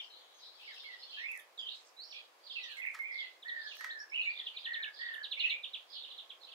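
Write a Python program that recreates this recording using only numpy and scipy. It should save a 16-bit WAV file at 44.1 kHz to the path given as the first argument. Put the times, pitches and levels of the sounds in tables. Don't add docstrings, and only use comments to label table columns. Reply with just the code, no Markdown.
import sys
import numpy as np
from scipy import signal
from scipy.fft import rfft, irfft, next_fast_len
from scipy.io import wavfile
from scipy.ndimage import uniform_filter1d

SR = 44100
rng = np.random.default_rng(int(sys.argv[2]) if len(sys.argv) > 2 else 0)


def wav_record(signal):
    frames = np.transpose(np.atleast_2d(signal))
    bounded = np.clip(frames, -1, 1)
    quanta = np.round(bounded * 32767).astype(np.int16)
    wavfile.write(sys.argv[1], SR, quanta)


N = 288414
TIME = np.arange(N) / SR

CLAW_CLICKS = [(0.744, -60, 8800, -70), (.757, -60.5, 10500, -74), (0.836, -61, 9800, -54),
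               (1.317, -46.5, 11300, -68), (1.376, -46, 11000, -72), (1.398, -50, 11300, -66),
               (2.772, -57, 8400, -73), (2.864, -56, 13000, -70), (2.948, -45, 8240, -52),
               (2.99, -63, 13000, -47), (3.756, -56, 14160, -74), (3.769, -47, 14500, -50),
               (3.798, -59, 11500, -64), (3.81, -54, 11500, -38), (3.845, -49, 12900, -34)]
WOOD_MODES = [(1320, -13, 0.024), (1730, 1, 0.0041), (1900, 0, 0.0045), (3240, -6, 0.0026),
              (4640, -2.5, 0.0013)]
STROKES = [(2.946, -38.5), (3.814, -44), (3.846, -40)]
SWISHES = [(.43, -75), (.62, -71), (.75, -69), (.84, -74), (1.325, -69), (1.36, -68), (1.4, -68),
           (2.72, -66.5), (2.78, -64.5), (2.865, -70), (2.945, -64), (3.025, -68), (3.76, -68), (3.8, -68),
           (3.85, -66)]
FEATHER_SPECTRUM = [(2500, -31), (4000, -18), (6000, 0.5), (8000, 0.5), (10000, -5), (12500, -2.5),
                    (15700, -0.5)]

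# t/s, length/s, first f/Hz, middle f/Hz, last f/Hz, first level/dB, last level/dB, hoarseness
WHISTLER_GLIDES = [(.68, 0.059, 2280, 1896, 1550, -54, -68.5, 0.4),
                   (.845, 0.12, 2237, 2001, 1905, -58.5, -61, 0.42),
                   (1.175, .12, 1680, 2073, 2650, -56, -47, 0.42),
                   (1.295, 0.098, 2652, 2034, 1695, -47, -63, 0.37),
                   (2.595, 0.16, 2050, 1860, 1553, -60.5, -66.5, 0.42),
                   (2.77, 0.05, 2227, 2020, 2020, -53, -54.5, 0.7),
                   (2.822, 0.031, 2570, 2293, 1980, -53, -46, 1),
                   (2.862, .028, 2663, 2346, 2110, -48, -45.5, 0.94),
                   (2.89, 0.0284, 2220, 2373, 2120, -46.5, -60, 0.88),
                   (2.993, 0.038, 2187, 2110, 2120, -48, -46.5, 0.36),
                   (3.04, 0.066, 2250, 2424, 2145, -52, -51.5, 0.36),
                   (3.11, .14, 2053, 2190, 2003, -49, -50.5, 0.28),
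                   (4.345, 0.076, 2410, 2079, 1847, -72, -59.5, 0.36)]
WHISTLER_SAGS = [(3.452, 0.23, -54), (3.792, 0.25, -55.5), (4.658, 0.23, -52), (4.992, 0.24, -51.5)]
WHISTLER_TRILLS = [(4.123, 1.01, -39.5), (5.375, .98, -40)]
TRILL_SHAPE = [(0, 2200, -13), (0.033, 2959, -1.5), (.052, 2833, -2), (.068, 2419, 1.3), (.093, 2904, 3.1),
               (.114, 2650, -22), (.138, 2265, -5.5), (.17, 2419, -3), (.214, 2405, -26)]
WHISTLER_HARMONICS = [(1, 5), (2, -46)]
WHISTLER_SIDE = [(0, -7.5), (2.5, -7.5), (4.5, -5.5), (6.54, -5.5)]
WHISTLER_ECHOES = [(.021, -8.5, -14), (.042, -9, -14)]

CHIP_CALLS = [(3.423, 0.017, 4120, -62, -46.5, -57), (3.483, 0.02, 4410, -53, -41.5, -52.5),
              (4.391, .018, 4020, -50, -38, -52), (4.459, 0.026, 4220, -62, -34.5, -58),
              (4.562, 0.029, 4380, -66, -39.5, -58), (4.645, 0.027, 4144, -52, -38.5, -53),
              (4.734, 0.035, 4315, -49.5, -38, -57), (4.825, 0.025, 4240, -56.5, -33, -50),
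              (5.139, 0.016, 3810, -49, -50, -55.5), (5.233, 0.027, 4490, -52, -40.5, -51.5),
              (5.313, .027, 4200, -47.5, -35, -54), (5.396, 0.023, 4340, -46, -37.5, -52.5),
              (5.495, .025, 4365, -48, -39.5, -45), (5.631, 0.022, 4035, -58, -40.5, -50.5),
              (5.735, .025, 3975, -52, -41, -59.5), (6.037, 0.015, 3800, -49, -49, -52),
              (6.103, 0.021, 4120, -57, -42.5, -64), (6.18, 0.021, 4087, -56.5, -42, -61),
              (6.295, 0.026, 3990, -57, -47.5, -69), (6.515, 0.021, 3880, -63, -50.5, -65)]
CHIP_HARMONICS = [(1, 1.5), (2, -41.5), (3, -39)]
CALLER_SIDE = [(3.4, -2), (4.3, -1), (5.0, -3.5), (5.2, -6.5), (5.8, -6.5), (6.0, -7.5), (6.54, -6)]
CALLER_PERCHES = [(0, 5.19, .0135, -12, -14, -4.5), (5.19, 5.6, .0135, -3, -7, -3),
                  (5.6, 6.0, .016, -3, -8, -2), (6.0, 6.6, .017, -3, -5, 1)]

# t/s, length/s, first f/Hz, middle f/Hz, last f/Hz, first level/dB, last level/dB, hoarseness
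WARBLER_GLIDES = [(0, 0.014, 3660, 3165, 2806, -42, -47, 0.42), (.02, 0.22, 3020, 3050, 3060, -73, -70, .2),
                  (.1, 0.079, 4150, 3880, 4100, -66, -60.5, .9),
                  (.19, .06, 6500, 6620, 6630, -82, -83, 0.16),
                  (.34, 0.059, 6390, 6330, 6240, -71, -67, 0.04),
                  (.39, .03, 5300, 4600, 4020, -72, -64, 1.04),
                  (.425, 0.098, 4040, 3980, 4060, -56.5, -66.5, 0.62),
                  (.6, 0.032, 3590, 2660, 2740, -59, -64, 0.77),
                  (.72, 0.023, 3790, 3810, 3950, -66, -52, 0.5),
                  (.745, 0.066, 2980, 3180, 3790, -73, -50, .6),
                  (1.02, 0.02, 4220, 4150, 4050, -54, -53, .9),
                  (1.065, 0.043, 2950, 3490, 3400, -62, -58, 0.4),
                  (1.105, 0.021, 3970, 4190, 4430, -52.5, -57, 0.97),
                  (1.13, 0.032, 2840, 3270, 2877, -52, -52, 0.7),
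                  (1.16, 0.037, 2890, 2685, 2500, -48, -51, 0.7),
                  (1.397, 0.01, 3630, 3250, 2970, -55, -64, .5),
                  (1.398, 0.012, 11600, 10500, 9600, -65, -70, 0.03),
                  (1.577, 0.029, 3780, 3267, 3140, -54, -42.5, 0.92),
                  (1.607, 0.088, 3160, 3098, 3080, -51.5, -48.5, 0.89),
                  (1.69, 0.067, 3480, 3810, 4040, -43.5, -61.5, 1.1),
                  (1.706, 0.0048, 4900, 4440, 3920, -57, -47, 1.1),
                  (1.725, .007, 5240, 4680, 4260, -70, -60, 1.09),
                  (1.58, .016, 7600, 6840, 6400, -74, -71, 0.8),
                  (1.585, 0.032, 4550, 4700, 4550, -69, -63, 0.95),
                  (1.967, 0.021, 3720, 4070, 3900, -61.5, -56, 0.02),
                  (1.99, 0.069, 3880, 4534, 5550, -46.5, -60, 0),
                  (2.055, 0.083, 5480, 5440, 5670, -67, -60.5, .1),
                  (2.035, 0.026, 4120, 4680, 5000, -48, -65, 0.17),
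                  (2.107, 0.027, 5240, 4070, 2355, -54, -49, 0.2),
                  (2.137, 0.053, 2320, 2420, 2460, -56, -52, .12),
                  (2.125, 0.082, 3550, 3355, 3314, -57, -53.5, .12),
                  (2.497, 0.028, 3970, 3090, 3610, -48.5, -45.5, 0),
                  (2.54, .045, 3750, 2730, 2500, -55, -39.5, 0.57),
                  (2.607, 0.051, 3750, 4020, 3150, -62.5, -48, .45),
                  (2.625, .035, 2620, 3050, 3200, -59, -52.5, 0.3),
                  (2.63, 0.021, 5570, 5770, 6340, -64, -66.5, 0.86),
                  (2.7, 0.059, 2990, 2990, 2700, -61.5, -59, 0.5),
                  (3.045, 0.12, 3260, 3330, 3250, -74, -68, 0.1),
                  (3.175, 0.018, 3785, 3920, 3356, -62, -43, 0.87),
                  (3.195, 0.031, 3296, 3450, 3440, -47.5, -54.5, 0.85),
                  (3.675, .04, 3440, 3790, 2880, -52, -57, 0.54),
                  (3.715, 0.014, 2960, 2610, 2400, -50, -53, 0.54),
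                  (3.9, 0.019, 3280, 3780, 4410, -49.5, -50, 0.23),
                  (3.915, .02, 3900, 3870, 3840, -58.5, -80, 0.37),
                  (3.992, 0.015, 5080, 5400, 5720, -53.5, -48, 0.38),
                  (4.1, 0.011, 5160, 5430, 5630, -52, -68, 0.28),
                  (4.138, 0.029, 3760, 4360, 3930, -66.5, -70, 0.37),
                  (4.2, 0.035, 3690, 4330, 3530, -67, -49, 0.31),
                  (4.21, 0.044, 6800, 7050, 6900, -77.5, -73, .2),
                  (4.237, 0.023, 3600, 4100, 3480, -61, -56, 0.15),
                  (4.3, 0.03, 4380, 4820, 4400, -55, -68, 0.3),
                  (4.332, 0.0093, 4530, 4040, 3418, -64, -49, 0.1),
                  (4.352, 0.015, 3190, 3540, 3900, -53, -52, .35),
                  (4.375, .013, 3570, 3430, 3300, -46, -52, 0.6),
                  (4.428, .017, 3190, 3460, 3760, -61.5, -48, 0.6),
                  (4.462, .028, 2763, 2930, 3100, -53.5, -47, 0.36),
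                  (4.54, 0.039, 2330, 2415, 2460, -58, -53, 0.34),
                  (4.582, 0.016, 3420, 4220, 4830, -56, -61, .5),
                  (4.745, 0.14, 1935, 2400, 2160, -59, -56, 0),
                  (4.985, 0.035, 3990, 4390, 2910, -55, -48, 0.95),
                  (5.05, 0.053, 3510, 3750, 2630, -58, -56, 0.86),
                  (5.137, 0.014, 12280, 10220, 8470, -64, -74, 0.2),
                  (5.175, 0.07, 3030, 3114, 3100, -61, -70, 0.2),
                  (5.452, .03, 3860, 4360, 3787, -56, -55, 0.2),
                  (5.455, .065, 7000, 7150, 6960, -73, -75, 0.4),
                  (5.645, 0.032, 3600, 3740, 3510, -41.5, -71, .18),
                  (5.945, 0.023, 4380, 4430, 4400, -57, -55, .6),
                  (5.955, 0.031, 3460, 3770, 3050, -45, -64, 0.85),
                  (5.985, 0.039, 3150, 3440, 3650, -65, -48, 0.7),
                  (6.405, 0.03, 4130, 4370, 3940, -72, -56, 0.6),
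                  (6.435, 0.017, 3660, 3900, 4037, -61, -54, 0.67),
                  (6.485, 0.01, 3920, 3410, 2770, -70, -57, 0.74)]
RASP_OPENINGS = [(2.435, 4730, -61, -51.5, 0.19), (3.111, 5010, -60, -55, 0.8),
                 (3.585, 4720, -66.5, -51.5, 0.24), (4.931, 4880, -59, -56, .5),
                 (5.895, 4950, -58.5, -49, 0.23)]
WARBLER_HARMONICS = [(1, -2), (2, -36.5)]
WARBLER_SIDE = [(0, 3.5), (.55, 4.5), (.62, 5), (1.4, -7.5), (1.55, -7), (3.85, -6.5), (3.9, 7), (4.12, -3),
                (4.15, -6), (6.54, -7.5)]
WARBLER_ECHOES = [(.017, -19, -11.5), (.036, -15, -23)]
HIGH_ARCS = [(1.746, 0.018, 8800, -61.5), (1.791, 0.024, 8800, -65), (1.848, 0.028, 8600, -62.5)]
HIGH_ARC_ECHOES = [(0.019, -10.5, -1)]
# t/s, hold/s, first level/dB, last level/dB, first f/Hz, last f/Hz, spread
LOW_BURSTS = [(0, 0.0039, -29, -57.5, 3570, 3300, 0.42), (.13, 0.25, -61.5, -67, 3836, 3520, 0.14),
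              (.42, 0.18, -56.5, -64.5, 4180, 4130, 0.2), (.54, .03, -64, -64, 3300, 3180, .2),
              (.6, 0.17, -53.5, -55.5, 3375, 3805, 0.29), (.78, 0.16, -53, -57.5, 3775, 3570, 0.22),
              (1.0, 0.088, -52, -58, 4130, 4030, 0.24), (1.1, 0.097, -54.5, -50.5, 3790, 3025, 0.24),
              (1.66, 0.066, -57.5, -54.5, 3274, 3630, 0.26), (2.1, 0.053, -63, -51.5, 4370, 3410, 0.34),
              (2.49, 0.14, -52, -57, 3760, 3530, 0.21), (2.65, 0.043, -54.5, -47, 3440, 3183, 0.28),
              (2.78, 0.099, -62, -70.5, 3120, 2840, 0.27), (3.13, 0.091, -60, -51, 4080, 3446, 0.26),
              (3.48, 0.085, -64, -61, 3670, 3520, 0.21), (3.61, 0.092, -54.5, -47.5, 4100, 3790, 0.22),
              (3.75, 0.13, -56, -62, 3730, 3560, 0.3), (4.01, 0.0054, -55, -72, 4980, 4930, 0.19),
              (4.1, 0.19, -70, -54, 2910, 2820, 0.4), (4.35, 0.23, -54, -62.5, 3600, 3420, .25),
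              (4.59, 0.043, -54, -52, 4000, 3440, 0.25), (4.96, 0.11, -56, -54.5, 4070, 3600, .2),
              (5.25, 0.086, -67, -61, 3870, 3466, 0.28), (5.41, 0.074, -41, -49, 2935, 2786, 0.29),
              (5.63, 0.16, -65, -61, 3540, 3370, .23), (5.92, 0.042, -54, -46.5, 4170, 3655, 0.21),
              (6.06, 0.13, -55, -58, 3436, 3410, 0.19), (6.43, 0.091, -60.5, -55, 4070, 3186, 0.22)]
HIGH_BURSTS = [(0, 0.0045, -51, -61, 5050, 5190, 0.12), (.41, 0.073, -66, -76.5, 5070, 4850, 0.047),
               (.6, 0.2, -69, -61.5, 5080, 5270, 0.08), (.9, 0.32, -70.5, -66.5, 5000, 5050, 0.12),
               (1.12, .03, -65, -71, 5700, 5900, .1), (2.46, 0.26, -57.5, -72, 4680, 4590, 0.062),
               (3.65, 0.14, -76, -59, 5860, 5830, 0.12), (4.96, 0.12, -57, -65, 4760, 4470, .04),
               (5.4, .04, -66, -67.5, 5730, 5580, .2), (5.92, 0.074, -61, -66, 4900, 4550, .04)]

DISTANT_TONES = [(3.55, 0.42, 610, -77), (4.75, 0.23, 675, -82), (4.9, .55, 1082, -83),
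                 (4.95, 0.18, 537, -80.5), (5.28, 0.35, 539, -77), (5.35, 0.14, 678, -77),
                 (6.0, 0.52, 505.4, -83), (6.15, 0.42, 678, -79), (6.1, 0.53, 1090, -77.5)]
HUM_SPECTRUM = [(24, -79), (40, -35), (158, -36), (371, -4), (500, 2.5), (1060, 2.5), (1620, -2.5),
                (2480, -2), (3350, -8), (3890, -5.5), (5530, -11.5), (8670, -16), (14700, -20.5),
                (15800, -18)]
STEREO_LIKENESS = [(60, 0.39), (150, .8), (300, 0.96), (600, 0.45), (1500, 0), (15000, 0.034)]


def claws():
    out, knocks = np.zeros(N), np.zeros(N)
    for s, crack_db, hz, knock_db in CLAW_CLICKS:
        crack, at = np.zeros(N), round(s * SR)
        crack[at:at + 40] = from_db(crack_db) * rng.standard_normal(40) * np.exp(-np.arange(40) / 24)
        out += 0.54 * ring(crack, hz, t60=0.0023) + 0.21 * crack
        knocks[at] = from_db(knock_db)
    knocks += 0.063 * movements(STROKES, rise_db_per_s=2200, fall_db_per_s=330) * rng.standard_normal(N)
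    out += sum(from_db(db) * ring(knocks, hz, t60) for hz, db, t60 in WOOD_MODES)
    return high_pass(out, hz=1050, order=6)


def feathers():
    swell = movements(SWISHES, rise_db_per_s=352, fall_db_per_s=375)
    flutter = from_db(2.5 * drift(120))
    return swell * flutter * banded_noise(FEATHER_SPECTRUM, flicker_db=3) * from_db([[-1], [1]])


def movements(rows, rise_db_per_s, fall_db_per_s):
    gain = sum(from_db(np.interp(TIME, [s - 1, s, s + 1], [db - rise_db_per_s, db, db - fall_db_per_s]))
               for s, db in rows)
    return uniform_filter1d(gain, size=150)


def whistler():
    foot_hz, top_hz, rise_s, sag_hz_per_s = 1777, 1910, 0.0289, 1050
    sag_hoarse, trill_hoarse = 0.6, 0.44
    song = glides(WHISTLER_GLIDES)
    for s, length, db in WHISTLER_SAGS:
        end_hz = top_hz - sag_hz_per_s * (length - rise_s)
        sag = [(s, foot_hz, db - 2.5), (s + rise_s, top_hz, db + 4), (s + length, end_hz, db)]
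        song.append((sag, sag_hoarse))
    for s, stretch, db in WHISTLER_TRILLS:
        trill = [(s + stretch * t, hz, db + step_db) for t, hz, step_db in TRILL_SHAPE]
        song.append((trill, trill_hoarse))
    whistles = sing(song, WHISTLER_HARMONICS, edge_s=.009, waver=.022, rough=.9)
    return woods(whistles, bearing(WHISTLER_SIDE), WHISTLER_ECHOES, lag_s=.00022, scatter_db=-6, t60=.33)


def chip_notes():
    peak_s, early_hz_per_s, late_hz_per_s = 0.0114, 60600, 75300
    notes = []
    for s, length, hz, first_db, peak_db, last_db in CHIP_CALLS:
        peak_hz = hz - early_hz_per_s * peak_s
        tail_s = max(length - peak_s, .001)
        notes.append([(s, hz, first_db), (s + peak_s, peak_hz, peak_db),
                      (s + peak_s + tail_s, peak_hz - late_hz_per_s * tail_s, last_db)])
    return notes


def chip_caller():
    chips = voice(chip_notes(), CHIP_HARMONICS, edge_s=.003, waver=.01, rough=.3)
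    echo, scatter_db = 0, np.zeros(N)
    for start, end, delay, left_db, right_db, perch_db in CALLER_PERCHES:
        here = (TIME >= start) * (TIME < end)
        echo = echo + np.outer(from_db([left_db, right_db]), np.interp(TIME - delay, TIME, chips * here))
        scatter_db += perch_db * here
    return echo + woods(chips * from_db(scatter_db), bearing(CALLER_SIDE), lag_s=-0.000034,
                        direct_db=-scatter_db, scatter_db=0, t60=0.2)


def warblers():
    leap_from_hz, leap_s, hold_s = 3350, 0.00715, 0.019
    drop_from_hz, drop_to_hz, drop_after_s, drop_s = 4550, 3170, .033, .017
    song = glides(WARBLER_GLIDES)
    for s, hz, held_db, drop_db, hoarse in RASP_OPENINGS:
        held_at, drop_at = s + leap_s, s + drop_after_s
        leap = [(s, leap_from_hz, held_db - 21), (held_at, hz, held_db), (held_at + hold_s, hz, held_db)]
        drop = [(drop_at, drop_from_hz, drop_db), (drop_at + drop_s, drop_to_hz, drop_db - 7)]
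        song += [(leap, hoarse), (drop, hoarse)]
    warbles = sing(song, WARBLER_HARMONICS, edge_s=.004, waver=.04, rough=.9)
    return woods(warbles, bearing(WARBLER_SIDE), WARBLER_ECHOES, lag_s=.0002,
                 direct_db=0.19, scatter_db=-1.7, t60=0.21)


def high_arcs(foot_hz=4640, top_dip_db=15.5):
    along = np.linspace(0, 1, num=7)
    height = 1 - (2 * along - 1) ** 2
    dip_db = top_dip_db * height ** 2
    notes = [np.transpose([s + length * along, foot_hz + (hz - foot_hz) * height, db - dip_db])
             for s, length, hz, db in HIGH_ARCS]
    return voice(notes, [(1, 0)], edge_s=.003, waver=.003, rough=.15)


def twitter(rows, per_s, sweep_s, glide_share):
    t, level_db, hz, spread = bursts(rows)
    count = int(per_s * N / SR)
    jitter, height, slope, loudness = rng.random((count, 4)).T
    starts = (np.arange(count) + jitter) / per_s
    pitches = np.interp(starts, t, hz) * np.exp(np.interp(starts, t, spread) * (2 * height - 1))
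    falls = glide_share * (1.42 * slope - .4)
    notes = [[(s, pitch * (1 + fall), db), (s + sweep_s, pitch * (1 - fall), db)]
             for s, pitch, fall, db in zip(starts, pitches, falls, 3 * loudness)
             if np.interp(s, t, level_db) > -86]
    crowd = voice(notes, [(1, 0)], edge_s=.004, waver=.015, rough=.6)
    return crowd / np.sqrt(2 * per_s * sweep_s) * from_db(np.interp(TIME, t, level_db))


def bursts(rows, rise_db_per_s=329, fall_db_per_s=170):
    t = np.arange(0, N / SR + .005, .005)
    level_db = np.array([np.interp(t, [s - 1, s, s + hold, s + hold + 1],
                                   [first_db - rise_db_per_s, first_db, last_db, last_db - fall_db_per_s])
                         for s, hold, first_db, last_db, *_ in rows])
    hz = np.array([np.interp(t, [s, s + hold], [first_hz, last_hz])
                   for s, hold, _, _, first_hz, last_hz, _ in rows])
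    loudest = level_db.argmax(axis=0)
    return t, level_db.max(axis=0), hz[loudest, np.arange(len(t))], np.array(rows)[loudest, -1]


def glides(rows, swell_db=2.5):
    return [([(s, first_hz, first_db), (s + length / 2, middle_hz, (first_db + last_db) / 2 + swell_db),
              (s + length, last_hz, last_db)], hoarse)
            for s, length, first_hz, middle_hz, last_hz, first_db, last_db, hoarse in rows]


def sing(song, harmonics, edge_s, waver, rough):
    song = sorted(song)
    starts, note_hoarse = np.transpose([(note[0][0] - edge_s, hoarse) for note, hoarse in song])
    current = np.maximum(np.searchsorted(starts, TIME) - 1, 0)
    hoarse = np.clip(note_hoarse, 0, 1.2)[current]
    return voice([note for note, _ in song], harmonics, edge_s, waver * hoarse, rough * hoarse)


def voice(notes, harmonics, edge_s, waver, rough):
    out = np.zeros(N + SR)
    wobble = np.pad(waver * drift(116), (0, SR))
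    tremble = np.pad(rough * drift(110), (0, SR))
    smooth = round(edge_s * SR) + 1
    for note in notes:
        s, hz, level_db = np.transpose(note)
        first = max(round((s[0] - edge_s) * SR), 0)
        t = np.arange(first, round((s[-1] + edge_s) * SR)) / SR
        span = slice(first, first + len(t))
        fade = np.clip(np.minimum(t - s[0], s[-1] - t) / edge_s + 1, 0, 1) ** 2
        pitch = uniform_filter1d(np.interp(t, s, hz), smooth) * (1 + wobble[span])
        phase = 2 * np.pi * (np.cumsum(pitch) / SR + rng.random())
        wave = sum(from_db(db) * np.sin(k * phase) for k, db in harmonics) * (1 + tremble[span])
        out[span] += np.sqrt(2) * wave * fade * from_db(np.interp(t, s, level_db))
    return out[:N]


def woods(x, side_db, echoes=(), *, lag_s=0, direct_db=0, scatter_db, t60):
    t = np.arange(SR) / SR
    scatter = rng.standard_normal((2, SR)) * from_db(-60 * t / t60) * np.clip(t / 0.014, 0, 1)
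    paths = from_db(scatter_db) * scatter / np.sqrt(np.sum(scatter ** 2, axis=1, keepdims=True))
    for delay, left_db, right_db in echoes:
        paths[:, round(delay * SR)] += from_db([left_db, right_db])
    size = next_fast_len(N + SR)
    wet = irfft(rfft(x, size) * rfft(paths, size), size)[:, :N]
    direct = np.array([np.interp(TIME - lag_s, TIME, x), x]) * from_db(direct_db)
    return direct * from_db(np.outer([.5, -.5], side_db)) + wet * from_db(np.outer([.2, -.2], side_db))


def far_tones():
    notes = [[(s, hz, db), (s + length, hz, db)] for s, length, hz, db in DISTANT_TONES]
    return voice(notes, [(1, 0)], edge_s=.05, waver=.002, rough=.1)


def distant_hum(level_db=-64.5):
    return from_db(level_db) * banded_noise(HUM_SPECTRUM, flicker_db=0.1)


def banded_noise(spectrum, flicker_db):
    out, edges = 0, 40 * 2 ** np.arange(0, 9.1, .5)
    shared_drift = drift(1.5)
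    white = rng.standard_normal((2, 2, N))
    for k, (low, high) in enumerate(zip(edges, edges[1:])):
        if high < spectrum[0][0]:
            continue
        band = signal.butter(2, [low, high], "band", fs=SR, output="sos")
        mid, side = signal.sosfilt(band, white[k % 2])
        hz = np.sqrt(low * high)
        alike = np.clip(at_hz(STEREO_LIKENESS, hz), -1, 1)
        gain = from_db(at_hz(spectrum, hz) + flicker_db * (0.37 * shared_drift + drift(21)))
        out = out + gain * (np.sqrt(1 + alike) * mid + np.sqrt(1 - alike) * side * [[1], [-1]])
    return unit_rms(out)


def ring(clicks, hz, t60):
    radius, angle = from_db(-60 / (t60 * SR)), 2 * np.pi * min(hz, 16000) / SR
    return signal.lfilter([0, np.sin(angle)], [1, -2 * radius * np.cos(angle), radius ** 2], clicks + 1e-18)


def drift(hz):
    pole = np.exp(-80 * np.pi * hz / SR)
    slow = signal.lfilter([1], [1, -2 * pole, pole * pole], rng.standard_normal(N // 40 + 2002))[2000:]
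    return np.interp(np.arange(N) / 40, np.arange(len(slow)), unit_rms(slow))


def bearing(rows):
    return np.interp(TIME, *np.transpose(rows))


def at_hz(points, hz):
    freqs, values = np.transpose(points)
    return np.interp(np.log(hz), np.log(freqs + 1), values)


def high_pass(x, hz, order):
    return signal.sosfilt(signal.butter(order, hz, "high", fs=SR, output="sos"), x)


def from_db(db):
    return 10 ** (np.asarray(db) / 20)


def unit_rms(x):
    return x / np.sqrt(np.mean(x ** 2) + 1e-20)


def scene():
    arcs = high_arcs()
    whistles = whistler()
    crowd = twitter(LOW_BURSTS, per_s=340, sweep_s=0.01612, glide_share=0.206)
    crowd += twitter(HIGH_BURSTS, per_s=160, sweep_s=0.019, glide_share=.06)
    warbles = warblers()
    arcs = woods(arcs, side_db=-3, echoes=HIGH_ARC_ECHOES, lag_s=.0001, scatter_db=1, t60=0.26)
    crowd = woods(crowd, bearing(WARBLER_SIDE), lag_s=.0001, direct_db=-8, scatter_db=-0.55, t60=0.14)
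    singers = high_pass(whistles + chip_caller() + warbles + arcs + crowd, hz=1100, order=4)
    starling = woods(claws(), side_db=-2, scatter_db=-9, t60=0.21) + feathers()
    return starling + singers + far_tones() + distant_hum()


def record(dry, cutoff_hz=15750):
    return signal.sosfilt(signal.ellip(12, .3, 70, cutoff_hz, fs=SR, output="sos"), dry)


dry = scene()
out = record(dry)
wav_record(out)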